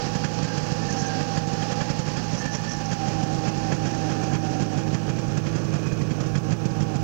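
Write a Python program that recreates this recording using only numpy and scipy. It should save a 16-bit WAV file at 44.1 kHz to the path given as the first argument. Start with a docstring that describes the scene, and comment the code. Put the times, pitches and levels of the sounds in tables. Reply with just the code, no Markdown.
"""At an open hood, a two-cylinder two-stroke engine idles as the listener drifts to the handlebar.
Most strokes misfire and only pump gas; those that fire crack in the cylinder and thump in the pipe.
The magneto (the spark generator) whines with the crankshaft, the air box gulps, the fan rushes and
loose metal buzzes. The engine is almost wholly on the right; on the left are faint hiss, mains hum
and a thin, high whistle."""
import sys
import numpy as np
from scipy import signal
from scipy.io import wavfile
from scipy.ndimage import uniform_filter1d

SR = 44100
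rng = np.random.default_rng(int(sys.argv[2]) if len(sys.argv) > 2 else 0)


def materialize(psi):
    """Save the field psi as 16-bit PCM at rate SR to the path in sys.argv[1].

    A 1-D psi becomes a single channel; in a 2-D psi each row is a channel.
    """
    bounded = np.clip(np.atleast_2d(psi).T, -1, 1)
    quanta = np.round(bounded * 32767).astype(np.int16)
    wavfile.write(sys.argv[1], SR, quanta)


N = 310023
T = np.arange(N) / SR

# strokes that fire: t/s, thump level/dB, crack level/dB, size of the kick to the pole rate/Hz
FIRINGS = [(0.068, -18.5, -52, 2), (.16, -11.5, -27, 0), (0.252, -10.5, -21, 5), (.341, -18, -46, 2),
           (0.433, -11.5, -28, 5), (.452, -12.5, -31, -0.5), (0.581, -11.5, -27.5, 4),
           (.634, -15.5, -42, 0), (0.724, -10, -35, 2), (.874, -18, -42.5, 0), (.911, -14, -59, 0),
           (.931, -15.5, -42.5, 0), (1.025, -12.5, -38.5, 0.5), (1.214, -13, -25, 8), (1.234, -16, -54, 0),
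           (1.363, -16.5, -33, 0), (1.382, -8.5, -26, 4), (1.48, -12.5, -37, 1), (1.538, -13.5, -38, 3),
           (1.633, -15.5, -24.5, 7), (1.725, -14, -25.5, 5), (1.817, -12.5, -21, 9.5),
           (1.906, -9, -23.5, 4.5), (1.996, -10, -31, 10), (2.085, -12.5, -26, 2.5),
           (2.176, -13.5, -28, 11), (2.337, -12, -32, 5), (2.354, -14.5, -28, 5), (2.421, -22, -27.5, 0),
           (2.462, -16, -28, 8), (2.552, -16.5, -24.5, 7), (2.645, -24, -33.5, 5), (2.718, -26.5, -31.5, 4),
           (2.773, -18.5, -52, 5), (2.92, -14, -27.5, 9), (2.937, -13, -29, 0), (3.088, -11.5, -29, 10),
           (3.239, -9.5, -37.5, 4), (3.334, -13.5, -46, 9), (3.353, -13, -35, 0), (3.39, -12, -65, 0.5),
           (3.485, -9, -26, 11), (3.581, -14, -43, 5.5), (3.729, -10, -22, 14), (3.749, -12, -40, 0),
           (3.861, -12.5, -28.5, 9), (3.878, -13, -34, 0), (3.951, -16.5, -33, 2),
           (4.013, -17.5, -46.5, 2.5), (4.106, -14, -29, 10), (4.125, -14.5, -29, 0.5),
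           (4.24, -13.5, -29, 5), (4.338, -8.5, -27, 7), (4.358, -8.5, -25, 5), (4.513, -13, -49, 6),
           (4.609, -12, -34, 9.5), (4.628, -9.5, -29.5, 0.5), (4.782, -10.5, -30, 16),
           (4.799, -14, -32, 0.5), (4.934, -11.5, -33, 3), (4.952, -8, -25, 11.5), (5.102, -10.5, -28, 11),
           (5.195, -13, -30, 9.5), (5.286, -13.5, -68, 6.5), (5.38, -9.5, -28, 11), (5.473, -13.5, -28, 13),
           (5.562, -11, -31, 9.5), (5.652, -13.5, -43, 6), (5.744, -10.5, -31, 11.5),
           (5.764, -11, -33, -0.5), (5.874, -12, -33.5, 8), (5.929, -10, -39, 5), (6.023, -9.5, -30.5, 8.5),
           (6.115, -10, -30, 7), (6.212, -10.5, -30, 9), (6.267, -12.5, -34, 3), (6.361, -8.5, -26.5, 14),
           (6.382, -7.5, -40, 0.5), (6.512, -10, -32, 8), (6.53, -7, -27.5, 12), (6.661, -7.5, -33, 7.5),
           (6.717, -12.5, -50, 3.5), (6.811, -8, -30.5, 12.5), (6.83, -8.5, -34, -1),
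           (6.962, -9, -32, 13.5)]
# how often the magneto's poles pass (six a turn) without those kicks: t/s, f/Hz
BASE_POLE_RATE = [(0.0, 161.5), (2.34, 147.5), (4.69, 139.3), (7.03, 135.8)]
# where the listener lingers, from cylinders to handlebar: from t/s, to t/s, levels/dB of magneto
# multiples 2, 3 and 7, pumping level/dB, clatter level/dB, way behind the dash/0-1, rattle level/dB
STOPS = [(0, 2.1, -42, -37, -48, -21, -35, 0, -44.5), (2.501, 2.97, -46.5, -69, -51, -23, -38.5, 0, -41.5),
         (3.07, 3.5, -30.5, -47, -47, -19.5, -33, 0.34, -44.5),
         (4.4, 4.4, -29.5, -58, -57, -19.5, -32, 0.73, -41), (5.8, 9.3, -32, -39, -46, -18.5, -32, 1, -67)]
# the same as a path: t/s, then the seven values of a stop
PATH = [(s, *heard) for start, end, *heard in STOPS for s in (start, end)]
# the magneto's tones, as multiples of the pole rate
MULTIPLES = np.array([2, 3, 7, 5])
# the whine at five times the pole rate, before the case muffles it: t/s, level/dB
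WHINE_LEVEL = [(0, -28.5), (.7, -29), (1.1, -27), (1.75, -26), (2.2, -30.5), (2.7, -32), (3.05, -26),
               (4.7, -30), (5.2, -34), (5.9, -45.5), (6.45, -35), (7.03, -30.5)]
# tone colour of the clatter beside the cylinders and behind the dash: f/Hz, relative level/dB
CLATTER_NEAR = [(250, 2), (408, -9), (502, -2.5), (636, -11.5), (807, -7), (916, -13.5), (1750, -16),
                (2050, -21.5), (2730, -16.5), (3700, -24), (4500, -17), (5570, -17), (6730, -21.5),
                (11000, -64.5)]
CLATTER_BEHIND = [(230, 2.5), (320, -5.5), (464, -4), (807, -14.5), (1020, -18), (1670, -17.5),
                  (1990, -27.5), (2520, -21), (3690, -30), (4800, -27), (6220, -23), (8400, -44.5),
                  (11000, -68)]
# each loose shield: its resonances (f/Hz, width/Hz, relative level/dB),
# then its bursts of buzzing (middle t/s, half length/s, rise/dB)
SHIELDS = [([(1760, 63, -5.5)], [(0.9, 0.32, 6), (2.455, 0.08, 13), (2.69, 0.09, 7)]), ([(1605, 38, -8.5)],
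           [(0.5, 0.11, 13), (1.05, 0.27, 14)]), ([(5630, 240, -9), (6140, 650, -7)], [(0.92, 0.059, 13),
           (0.995, 0.027, 16.5), (1.062, 0.029, 17), (2.4, 0.046, 15.5), (2.545, 0.033, 13),
           (2.717, 0.037, 13.5), (2.86, 0.0087, 10)])]
# the singing dash panel: t/s, level/dB
PANEL_LEVEL = [(5.5, -55.5), (5.9, -42), (6.4, -62)]
# exhaust pipe resonances with cool unburnt gas and with a hot blast: f/Hz, width/Hz, relative level/dB
COLD_PIPE = [(142.7, 54, 4), (108.6, 56.3, 2), (212.2, 15, -16)]
HOT_PIPE = [(155.3, 73.3, 7), (120, 42, -6.5), (229, 104, -7)]
# cylinder and fin resonances: f/Hz, width/Hz, relative level/dB, change behind the dash/dB
FIN_RESONANCES = [(1755, 500, -1, -1), (1195, 1000, 1, 4), (2470, 580, -3.5, 3.5), (3230, 290, -6, 1),
                  (516, 170, 3, -2.5)]
# hiss bands of escaping gas: f/Hz, width/Hz
PORT_BANDS = [(5300, 2600), (6800, 980)]
# hiss on the left: f/Hz, level/dB per Hz
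LEFT_HISS = [(25, -100), (4000, -115), (14300, -114), (15300, -122), (15700, -112)]
# three high whistle tones and two of mains hum: f/Hz, level/dB
WHISTLE_AND_HUM = [(15617, -83), (15676, -79), (15734, -76), (59.9, -83), (119.9, -81)]
# two faint tones on the right, about an octave below the whistle: f/Hz, level/dB
FAINT_TONES = [(7852, -74), (7882, -75)]


def amp(db):
    """Turns decibels into a gain."""
    return 10 ** (np.asarray(db) / 20)


def evened(x):
    """Scales a signal to an average power of 1."""
    return x / np.sqrt(np.mean(x ** 2) + 1e-20)


def curve(rows, column=1):
    """Joins the points of one table column with straight lines over time."""
    points = np.transpose(rows)
    return np.interp(T, points[0], points[column])


def level_at(points, hz):
    """Looks up a tone colour's level in dB at any frequency."""
    f, db = np.transpose(points)
    return np.interp(np.log(hz + 1), np.log(f + 1), db)


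def keep_band(x, side, hz, order=2):
    """Keeps what lies on the "low" or "high" side of hz."""
    return signal.sosfilt(signal.butter(order, hz, side, fs=SR, output="sos"), x)


def resonate(x, hz, width):
    """A resonance at hz that swells before it dies; the narrower, the longer it rings."""
    pole = np.exp(-np.pi * width / SR) * np.exp(2j * np.pi * hz / SR)
    for _ in range(2):
        x = signal.lfilter([1 - abs(pole)], [1, -pole], x)
    return 2 * x.real


def wander(hz):
    """A random drift of typical size 1, changing about hz times a second."""
    return evened(keep_band(rng.standard_normal(N), "low", hz))


def clicks(times, size):
    """Single clicks of the given sizes, at times in seconds."""
    train = np.zeros(N)
    np.add.at(train, np.clip(np.round(times * SR).astype(int), 0, N - 1), size)
    return train


def taps(per_second):
    """Tiny knocks of random size at random moments."""
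    return (rng.random(N) < per_second / SR) * rng.standard_normal(N)


def shaped(x, gain_db):
    """Colours x with gain_db(hz, t), a gain for each frequency and time."""
    hz, t, spectrum = signal.stft(x, SR, nperseg=1024)
    return signal.istft(spectrum * amp(gain_db(hz[:, None], t)), SR, nperseg=1024)[1][:N]


def pole_rate():
    """Magneto poles passing per second: firings kick the crankshaft faster, then it sags again."""
    times, _, _, kick_hz = np.transpose(FIRINGS)
    lead_s, rise_s, sag_s = .012, .005, .25  # the fuel burns before its thump leaves the pipe
    t = T[:60000]
    kick = (1 - np.exp(-t / rise_s)) * np.exp(-t / sag_s)
    return curve(BASE_POLE_RATE) + signal.oaconvolve(clicks(times - lead_s, kick_hz), kick)[:N]


def count_strokes():
    """A running count of strokes, two a turn, nudged to a whole number at each strong firing."""
    times, thump_db = np.transpose(FIRINGS)[:2]
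    strokes = np.cumsum(pole_rate() / 3) / SR
    at_strong = np.interp(times[thump_db > -17.5], T, strokes)
    whole = np.cumsum(np.round(np.diff(at_strong, prepend=at_strong[0])))
    return strokes + np.interp(strokes, at_strong, whole - at_strong)


def magneto(strokes):
    """Squeezing the gas slows the crankshaft once a turn, so the magneto's whine warbles and throbs."""
    pole_hz = pole_rate()
    warbling_hz = pole_hz * (1 + 0.019 * np.sin(np.pi * strokes + 4.0) + 0.0025 * wander(41))
    phase = 2 * np.pi * np.cumsum(warbling_hz) / SR
    case_hz, case_db_per_hz = 767.6, -0.0871  # above this pitch the case lets less whine out
    case_db = case_db_per_hz * np.maximum(MULTIPLES[-1] * pole_hz - case_hz, 0)
    whine_db = curve(WHINE_LEVEL) + 1.53 * np.sin(np.pi * strokes + 5.8) + case_db
    levels_db = [curve(PATH, 1), curve(PATH, 2), curve(PATH, 3), whine_db]
    return sum(np.sqrt(2) * amp(db + 0.75 * wander(14)) * np.sin(multiple * phase)
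               for db, multiple in zip(levels_db, MULTIPLES))


def clatter(behind):
    """The fan's rush and ticks of metal flutter together, and sound duller behind the dash."""
    def colour_db(hz, t):
        near_db, far_db = level_at(CLATTER_NEAR, hz), level_at(CLATTER_BEHIND, hz) - 1.5
        return near_db + np.interp(t, T, behind) * (far_db - near_db)

    ticks = amp(3.4 * np.minimum(rng.exponential(1, N), 4)) * taps(per_second=2500)
    noise = rng.standard_normal(N) + 0.4 * evened(ticks)
    noise *= amp(1.04 * wander(15))
    rush = keep_band(shaped(noise, colour_db), "high", 190, order=4)  # small parts make no bass
    treble = keep_band(rush, "high", 1000)
    return amp(curve(PATH, 5)) * rush / np.std(treble)


def intake(strokes, behind):
    """A gulp of air rings the air box once a turn, loudest halfway behind the dash."""
    gulp = np.exp(3.2 * (np.cos(np.pi * strokes + 0.9) - 1))
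    air = evened(resonate(gulp * rng.standard_normal(N), hz=529, width=280))
    return amp(-50 + 44 * behind * (1 - behind)) * air


def shield_rattle(strokes):
    """Loose shields, shaken once a stroke, buzz against the engine block, each in its own bursts."""
    knocks = taps(per_second=2500)
    buzz = np.zeros(N)
    for resonances, bursts in SHIELDS:
        burst_db = sum(db * np.exp(-((T - middle) / half) ** 2) for middle, half, db in bursts)
        for hz, width, db in resonances:
            buzz += amp(db + burst_db + 2 * wander(18)) * evened(resonate(knocks, hz, width))
    return amp(curve(PATH, 7) + 2.4 * np.cos(2 * np.pi * strokes)) * buzz


def dash_panel():
    """A panel sings in one narrow band, loudest as the listener reaches the handlebar."""
    loudness = amp(curve(PANEL_LEVEL) + wander(8.4))
    return loudness * evened(resonate(rng.standard_normal(N), hz=2480, width=190))


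def pipe_pulses(times, size, resonances, sign):
    """Rings the pipe with a push (sign 1) or a suck (-1); each main crest lands on its given time."""
    click = clicks(np.zeros(1), 1)
    ring = sign * sum(amp(db) * resonate(click, hz, width)[:4000] / width for hz, width, db in resonances)
    ring = keep_band(ring, "high", 75)  # the small outlet sends out little deep bass
    crest_s = np.argmax(ring[:330]) / SR
    return signal.oaconvolve(clicks(times - crest_s, size), ring / ring.max())[:N]


def misfires(strokes):
    """Strokes that do not fire pump cool gas down the pipe, most weakly just after a firing."""
    fired = np.round(np.interp(np.transpose(FIRINGS)[0], T, strokes))
    numbers = np.arange(np.ceil(strokes[0]) + 1, strokes[-1])
    chance = rng.standard_normal((len(numbers), 2))
    times = np.interp(numbers, strokes, T) - .0025 + .0004 * chance[:, 0]
    scatter_db = 1.5 * chance[:, 1] - 2.8 * np.isin(numbers - 1, fired)
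    size = amp(np.interp(times, T, curve(PATH, 4)) + scatter_db)
    return pipe_pulses(times, size * ~np.isin(numbers, fired), COLD_PIPE, sign=-1)


def block_shake(strokes):
    """The engine block rocks once a stroke, making a deep hum."""
    return amp(-39.5 + 4.8 * wander(16)) * np.sin(2 * np.pi * strokes + 2.0)


def cylinder_crack(behind):
    """Each firing rattles the cooling fins just before its thump; hard ones ping the cylinder head."""
    times, _, crack_db, _ = np.transpose(FIRINGS)
    t = T[:3000]
    knock = signal.oaconvolve(clicks(times - .016, amp(crack_db)), t / .013 * np.exp(1 - t / .0099))[:N]
    fins = np.zeros(N)
    for hz, width, db, behind_db in FIN_RESONANCES:
        ring = resonate(knock * rng.standard_normal(N), hz, width) / np.sqrt(width)
        fins += amp(db + behind_db * behind) * ring
    ping_hz, ping_width_hz = 1680, 130
    blows = clicks(times - .010, amp(2 * crack_db + 11))  # 2 dB more ping for each dB of crack
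    ping = SR / ping_width_hz * resonate(blows, ping_hz, ping_width_hz)
    return ping + amp(35.5) * fins


def port_hiss(behind):
    """Gas puffs out of the exhaust port at each firing, louder for strong ones, softer behind the dash."""
    times, thump_db, crack_db, _ = np.transpose(FIRINGS)
    usual_thump_db, usual_crack_db = -12, -30
    strength_db = 0.53 * (thump_db - usual_thump_db) + 0.12 * (crack_db - usual_crack_db)
    puff_db = -33.5 + strength_db - 3.5 * np.interp(times, T, behind)
    t, rise_s = T[:3000], .006
    puffs = signal.oaconvolve(clicks(times - .009, amp(puff_db)), t / rise_s * np.exp(1 - t / rise_s))
    gas = sum(resonate(rng.standard_normal(N), hz, width) for hz, width in PORT_BANDS)
    return puffs[:N] * evened(keep_band(gas, "low", 7600, order=6))  # the hood soaks up the top


def exhaust(pumping, behind):
    """Hot blasts thump in the pipe among the weaker pumping; behind the dash the seat tunnel booms too."""
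    times, thump_db = np.transpose(FIRINGS)[:2]
    pipe = pipe_pulses(times, amp(thump_db), HOT_PIPE, sign=1) + pumping
    # sound from the two ends of the pipe cancels in the deep bass
    pipe = signal.sosfiltfilt(signal.butter(2, 78, "high", fs=SR, output="sos"), pipe)
    return pipe + 0.5 * behind * resonate(pipe, hz=122, width=76)


def scene():
    """The whole engine on the right, with a faint, flipped copy on the left."""
    strokes = count_strokes()
    behind = curve(PATH, 6)  # 0 beside the cylinders, 1 behind the dash
    engine = magneto(strokes) + clatter(behind) + intake(strokes, behind)
    engine += shield_rattle(strokes) + dash_panel()
    pumping = misfires(strokes)
    engine += block_shake(strokes) + cylinder_crack(behind) + port_hiss(behind) + exhaust(pumping, behind)
    return np.array([-amp(-54) * engine, engine])


def record(dry):
    """An automatic volume control dips after loud thumps; hiss, hum and whistle join; the top is cut."""
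    threshold_db, recovery_db_per_s = -23.5, 60
    power_db = 10 * np.log10(abs(uniform_filter1d(dry[1] ** 2, 500)) + 1e-12)
    fall_db = T * recovery_db_per_s
    held_db = np.maximum.accumulate(power_db + fall_db) - fall_db
    excess_db = np.maximum(held_db - threshold_db, 0)
    dip_db = .4 * signal.lfilter([.002], [1, -.998], excess_db)  # smoothed over about 11 ms
    bass_cut = signal.butter(3, 40, "high", fs=SR, output="sos")
    engine = signal.sosfiltfilt(bass_cut, dry / amp(dip_db))
    left_hiss = shaped(rng.standard_normal(N), lambda hz, t: level_at(LEFT_HISS, hz) + 10 * np.log10(SR / 2))
    right_hiss = amp(-59) * signal.lfilter([1], [1, -.5], rng.standard_normal(N))
    right_hiss *= amp(1.3 * wander(60) + 0.68 * np.sin(2 * np.pi * 25 * T))
    flicker_db = 1.5 * np.sin(2 * np.pi * 29.97 * T)
    tones = sum(np.sqrt(2) * amp(db + flicker_db + 1.8 * wander(6)) * np.sin(2 * np.pi * hz * T)
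                for hz, db in WHISTLE_AND_HUM)
    faint = sum(np.sqrt(2) * amp(db) * np.sin(2 * np.pi * hz * T) for hz, db in FAINT_TONES)
    mix = engine + np.array([left_hiss + tones, right_hiss + faint - amp(-14) * tones])
    top_cut = signal.firwin(1023, cutoff=15830, window=("kaiser", 9), fs=SR)
    return signal.oaconvolve(mix, top_cut[None], "same")


dry = scene()
out = record(dry)
materialize(out)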